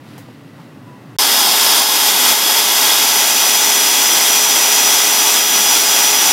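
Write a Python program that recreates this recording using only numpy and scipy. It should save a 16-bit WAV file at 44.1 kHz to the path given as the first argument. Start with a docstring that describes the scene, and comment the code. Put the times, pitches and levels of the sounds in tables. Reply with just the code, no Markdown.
"""First comes a low outdoor rumble, with fingers brushing and knocking a phone and one faint, far squeak.
After an instant of silence, a home-made lathe is suddenly running close by, at full speed on a tiled floor.
Its fan and motor contacts whine, and its cooling air rushes. A sanding strip held against the spinning
wooden stick rings at first, then rasps its way to the tip as its grains tear the wood.
The sound swells when the hand pushes harder, and the load slowly drags the speed down."""
import sys
import numpy as np
from scipy import signal
from scipy.fft import rfft, irfft
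from scipy.io import wavfile

SR = 44100
rng = np.random.default_rng(int(sys.argv[2]) if len(sys.argv) > 2 else 0)


def pcm_store(signal):
    """Save signal as 16-bit PCM."""
    levels = np.round(np.clip(np.atleast_2d(signal), -1, 1) * 32767)
    wavfile.write(sys.argv[1], SR, levels.astype(np.int16).T)


N = 278712
TIME = np.arange(N) / SR
FREQ = np.maximum(np.arange(N // 2 + 1) * SR / N, 1)
QUIET_END_S, MOTOR_START_S = 1.165, 1.186


def undb(db):
    """Turn decibels into a number to multiply by."""
    return 10 ** (np.asarray(db) / 20)


def unit(x):
    """Scale to an average strength (rms) of 1."""
    return x / np.sqrt(np.mean(x ** 2))


def contour(points):
    """Join (f/Hz, level/dB) points into a curve from bass to treble."""
    hz, db = np.transpose(points)
    return np.interp(np.log(FREQ), np.log(hz), db)


def colour(x, db):
    """Turn each frequency up or down by its own number of dB."""
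    return irfft(rfft(x) * undb(db), N)


def bell(hz, width_hz):
    """A peak of height 1 around a frequency where something rings."""
    return 1 / (1 + (2 * (FREQ - hz) / width_hz) ** 2)


def band(x, low_hz, high_hz):
    """The part of a sound between two frequencies."""
    return irfft(rfft(x) * ((FREQ >= low_hz) & (FREQ < high_hz)), N)


def noise():
    """Plain, even hiss."""
    return rng.standard_normal(N)


def wobble(rate_hz):
    """A smooth random wobble of size 1, up to about rate_hz fast."""
    return unit(irfft(rfft(noise()) * np.exp(-(FREQ / rate_hz) ** 2), N))


def swell(middle_s, half_length_s):
    """A smooth rise and fall, 1 in its middle."""
    return np.exp(-((TIME - middle_s) / half_length_s) ** 2 / 2)


def grit(per_second, spread_db, scratch_s):
    """Rubbing makes a hail of tiny scratches, some stronger than others."""
    force = (rng.random(N) < per_second / SR) * undb(spread_db * np.minimum(noise(), 2.5))
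    fade = np.exp(-1 / (scratch_s * SR))
    return unit(noise() * np.sqrt(signal.lfilter([1], [1, -fade], force ** 2)))


# tone of the rumble: f/Hz, relative level/dB
RUMBLE_TONE = [(25, -40), (55, -36), (80, -29), (110, 1), (145, 1.5), (195, -5.5), (275, 0), (370, -11.5),
               (650, -16), (1100, -18), (1550, -22), (4500, -33), (7000, -39), (15500, -43)]
# peaks and dips in that tone: f/Hz, width/Hz, boost/dB
RUMBLE_PEAKS = [(1950, 130, 6), (2380, 200, -3), (2680, 250, 3.5), (530, 60, 2)]

def rumble():
    """A low outdoor rumble that wavers slightly."""
    tone = contour(RUMBLE_TONE) + sum(db * bell(hz, width) for hz, width, db in RUMBLE_PEAKS)
    return unit(colour(noise(), tone)) * undb(-38 + 0.53 * wobble(8.3))


# finger strokes: middle t/s, half length/s, level/dB
BRUSHES = [(.13, .075, -47.5), (.3, 0.16, -54), (.61, .055, -54), (1.13, .06, -65)]
# tone of their rustle: f/Hz, relative level/dB
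RUSTLE_TONE = [(200, -6), (700, 2), (2000, 2), (4500, -1), (6500, -11), (12000, -12), (15500, -17)]

def brushing():
    """Fingers rub over the phone in soft, scratchy strokes."""
    touch = np.sqrt(sum((undb(db) * swell(s, half_s)) ** 2 for s, half_s, db in BRUSHES))
    scratches = grit(per_second=2500, spread_db=2, scratch_s=.0008)
    return unit(colour(scratches, contour(RUSTLE_TONE))) * touch


# light knocks: t/s, level/dB, ring f/Hz, fade time/s, tick level next to the ring/dB
KNOCKS = [(.18, -26.5, 700, 0.004, -11), (.184, -48.5, 2000, .03, 6), (.286, -36, 700, .004, -26),
          (.594, -42, 850, 0.017, -26)]

def knocking():
    """Fingers bump the phone: each bump is a short ring with a bright tick."""
    out = np.zeros(N)
    for s, db, hz, decay_s, tick_db in KNOCKS:
        ring = unit(irfft(rfft(noise()) * bell(hz, width_hz=700), N))
        fade = (TIME >= s) * np.exp(-np.abs(TIME - s) / decay_s)
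        out += undb(db) * fade * (ring + undb(tick_db) * noise())
    return out


def squeak():
    """One faint, far squeak with a slightly shaky pitch."""
    pitch_hz = 980 * (1 + 0.0062 * wobble(30))
    tone = np.sin(2 * np.pi * np.cumsum(pitch_hz) / SR)
    return undb(-43.5) * swell(middle_s=0.92, half_length_s=0.049) * tone


def shaft_tone(angle, per_turn, flutter):
    """A tone that repeats per_turn times each turn of the shaft and flutters in the swirling air."""
    swirl = wobble(23) + 1j * wobble(14)  # shakes both loudness and timing
    tone = np.real((1 + flutter * swirl) * np.exp(1j * per_turn * angle))
    return np.sqrt(2 / (1 + 2 * flutter ** 2)) * tone


WHINES_PER_TURN = (12, 14, 28)
HUMS_PER_TURN = (1, 2, 4, 5, 6, 8, 24, 30, 31, 36)
# one row per whine: level/dB on the taper, level/dB at the shoulder, level/dB at the tip, flutter (0-1)
WHINES = [(-23.5, -24, -24.5, .25), (-26.5, -27.5, -17.5, .12), (-30, -23.5, -31, 0.13)]
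# one row per hum: level/dB on the taper, level/dB at the tip
HUMS = [(-38, -36), (-35.5, -35.5), (-36, -40), (-42, -42), (-41, -37), (-43, -45), (-40, -46), (-46, -40),
        (-43, -52), (-52, -40.5)]

def motor(angle, place, pressure_db):
    """The fan and the motor's sliding contacts whine over the shaft's hum; the mix follows the strip."""
    shoulder = 0.22  # the place where the stick starts to narrow to its tip
    whine = sum(undb(np.interp(place, [0, shoulder, 1], levels_db)) * shaft_tone(angle, count, flutter)
                for count, (*levels_db, flutter) in zip(WHINES_PER_TURN, WHINES))
    hum = sum(undb(taper_db + place * (tip_db - taper_db)) * shaft_tone(angle, count, flutter=0.16)
              for count, (taper_db, tip_db) in zip(HUMS_PER_TURN, HUMS))
    return undb(0.51 * pressure_db) * whine + hum


# echoes off the bench, tiles and hands: delay/s, relative level/dB
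ECHOES = [(.0053, -25.5), (.0094, -19.5), (0.015, -16)]

def air_and_grit(angle):
    """Cooling air rushes and sanding grains tear the wood; nearby surfaces add short echoes."""
    # the stick is slightly off centre, so it presses harder once a turn
    scratches = grit(per_second=6000, spread_db=2.5, scratch_s=0.0002) * (1 + 0.073 * np.cos(angle))
    direct = scratches * undb(.5 * wobble(64)) + undb(1.5) * noise()
    return direct + sum(undb(db) * np.interp(TIME - np.round(delay_s * SR) / SR, TIME, direct)
                        for delay_s, db in ECHOES)


# overall tone of the grinding: f/Hz, relative level/dB
GRIND_TONE = [(40, -47), (75, -34), (120, -23.5), (250, -2), (490, -6.5), (700, -0.75), (1500, -0.76),
              (4000, -4), (6500, -1), (8200, -4.5), (12000, -3.5), (15000, -5.5), (15700, -11)]
# where housing, stick and strip ring: f/Hz, width/Hz, boost/dB on the taper, boost/dB at the tip
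BODY_RINGS = [(870, 190, 7, 5.5), (1045, 50, 5, -3), (1366, 26, 4, 1.5), (1834, 180, -6, -8.5),
              (1934, 213, 4, 7.5), (2524, 210, 0, 5.5), (2864, 160, 5, 4), (3260, 210, 6, 7.5),
              (3402, 270, 7.5, 5.5), (3724, 290, 7, 2.5), (4500, 530, 5.5, 3.5), (4790, 200, -1.5, -4),
              (5180, 520, 6.5, 4), (5940, 310, -0.5, 6.5), (7290, 720, 2, 5.5), (9000, 400, 6.5, 2),
              (10100, 550, 3, 1.9), (10900, 900, -1.5, 0.3), (11780, 490, 5, -3), (12600, 200, -7, 4)]
# low, middle and high range: level/dB on the taper, level/dB at the tip, dB gained per dB of pressure
RUSH, RASP, HISS = (-22, -22.5, 0.82), (-16, -16, 0.77), (-16.5, -15.5, 0.74)

def grinding(shaking, place, pressure_db):
    """Air and grit make the machine ring: the tone shifts toward the tip, and pushing makes it louder."""
    tone = contour(GRIND_TONE)
    on_taper = colour(shaking, tone + sum(db * bell(hz, width) for hz, width, db, _ in BODY_RINGS))
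    at_tip = colour(shaking, tone + sum(db * bell(hz, width) for hz, width, _, db in BODY_RINGS))
    sound = (1 - place) * on_taper + place * at_tip
    ranges = band(sound, 0, 1700), band(sound, 1700, 6000), band(sound, 6000, SR)
    return sum(unit(part) * undb(taper_db + place * (tip_db - taper_db) + response * pressure_db)
               for part, (taper_db, tip_db, response) in zip(ranges, (RUSH, RASP, HISS)))


# where the tight strip rings by itself: f/Hz, width/Hz, relative level/dB
STRIP_RINGS = [(5100, 360, 1), (4870, 270, -1), (5600, 200, -4), (7370, 350, -22), (9900, 470, -6),
               (13050, 510, -1), (14400, 1100, -11)]

def strip_ringing(shaking):
    """At first the tight strip is drawn lengthwise over the wood, and rings until that stroke ends."""
    end_s, fade_db_per_s = 1.78, 250
    peaks = sum(undb(db) * bell(hz, width) for hz, width, db in STRIP_RINGS)
    ring = unit(irfft(rfft(shaking) * peaks, N))
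    return ring * undb(-32 - fade_db_per_s * np.maximum(TIME - end_s, 0))


# pushes of the hand: slip t/s, build-up time/s, extra pressure/dB, slack after the slip/dB
PUSHES = [(1.82, .4, 1, 3), (2.10, 0.069, 1.5, 1), (2.32, 0.24, 2.5, 3), (2.59, .12, 1.4, 2.4),
          (2.92, 0.21, 0.8, 0), (4.37, 0.25, .6, 0.3), (4.99, 0.39, 1, .3), (5.38, .15, .9, 3),
          (5.77, 0.12, 1.5, -0.1), (6.05, 0.16, 1, 0), (6.31, 0.16, 1.5, 6)]

def hand_pressure():
    """How hard the strip presses, in dB: each push builds up, slips, goes slack and recovers."""
    slip_s, regrip_s = 0.037, 0.084
    db = 0.26 * wobble(16)  # the hand trembles
    for s, build_s, push_db, slack_db in PUSHES:
        since = np.maximum(TIME - s, 0)
        build = np.sin(np.pi / 2 * np.clip(1 + (TIME - s) / build_s, 0, 1)) ** 2
        slip = np.minimum(since / slip_s, 1)
        slack = slip * np.exp(-(since / regrip_s) ** 2 / 2)
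        db += push_db * build * (1 - slip) - slack_db * slack
    return db


# the strip's path: t/s, place (0 on the taper, the stick's sloping part; 1 at the tip)
STRIP_PATH = [(1.8, 0), (2.05, 0.29), (2.85, 0.33), (3.4, 0.74), (4.0, 0.77), (4.9, 0.83)]

def lathe():
    """One slowing shaft and one hand drive both the whine and the grinding."""
    running_s = TIME - MOTOR_START_S
    slowing_hz = .24 * running_s + .035 * running_s ** 2  # the load drags the speed down
    spare_hz = .3 * np.exp(-(running_s / .45) ** 2)  # a little extra speed, soon lost
    turns_hz = (420.67 + spare_hz - slowing_hz) * (1 + 0.00017 * wobble(11))
    angle = 2 * np.pi * np.cumsum(turns_hz) / SR
    place = np.interp(TIME, *np.transpose(STRIP_PATH))
    pressure_db = hand_pressure()
    whine = motor(angle, place, pressure_db)
    shaking = air_and_grit(angle)
    return whine + grinding(shaking, place, pressure_db) + strip_ringing(shaking)


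def scene():
    """The quiet place, an instant of silence, then the running lathe; the same in both ears."""
    quiet = rumble() + squeak() + brushing() + knocking()
    mono = quiet * (TIME < QUIET_END_S) + lathe() * (TIME >= MOTOR_START_S)
    return np.array([mono, mono])


def record(dry):
    """The phone flattens the rare highest peaks and cuts the deepest bass and the highest treble."""
    clipped = np.clip(dry, -.92, .92)
    bass_cut = signal.butter(2, 55, "high", fs=SR, output="sos")
    treble_cut = signal.ellip(14, .1, 80, 15800, fs=SR, output="sos")
    return signal.sosfilt(treble_cut, signal.sosfilt(bass_cut, clipped))


dry = scene()
out = record(dry)
pcm_store(out)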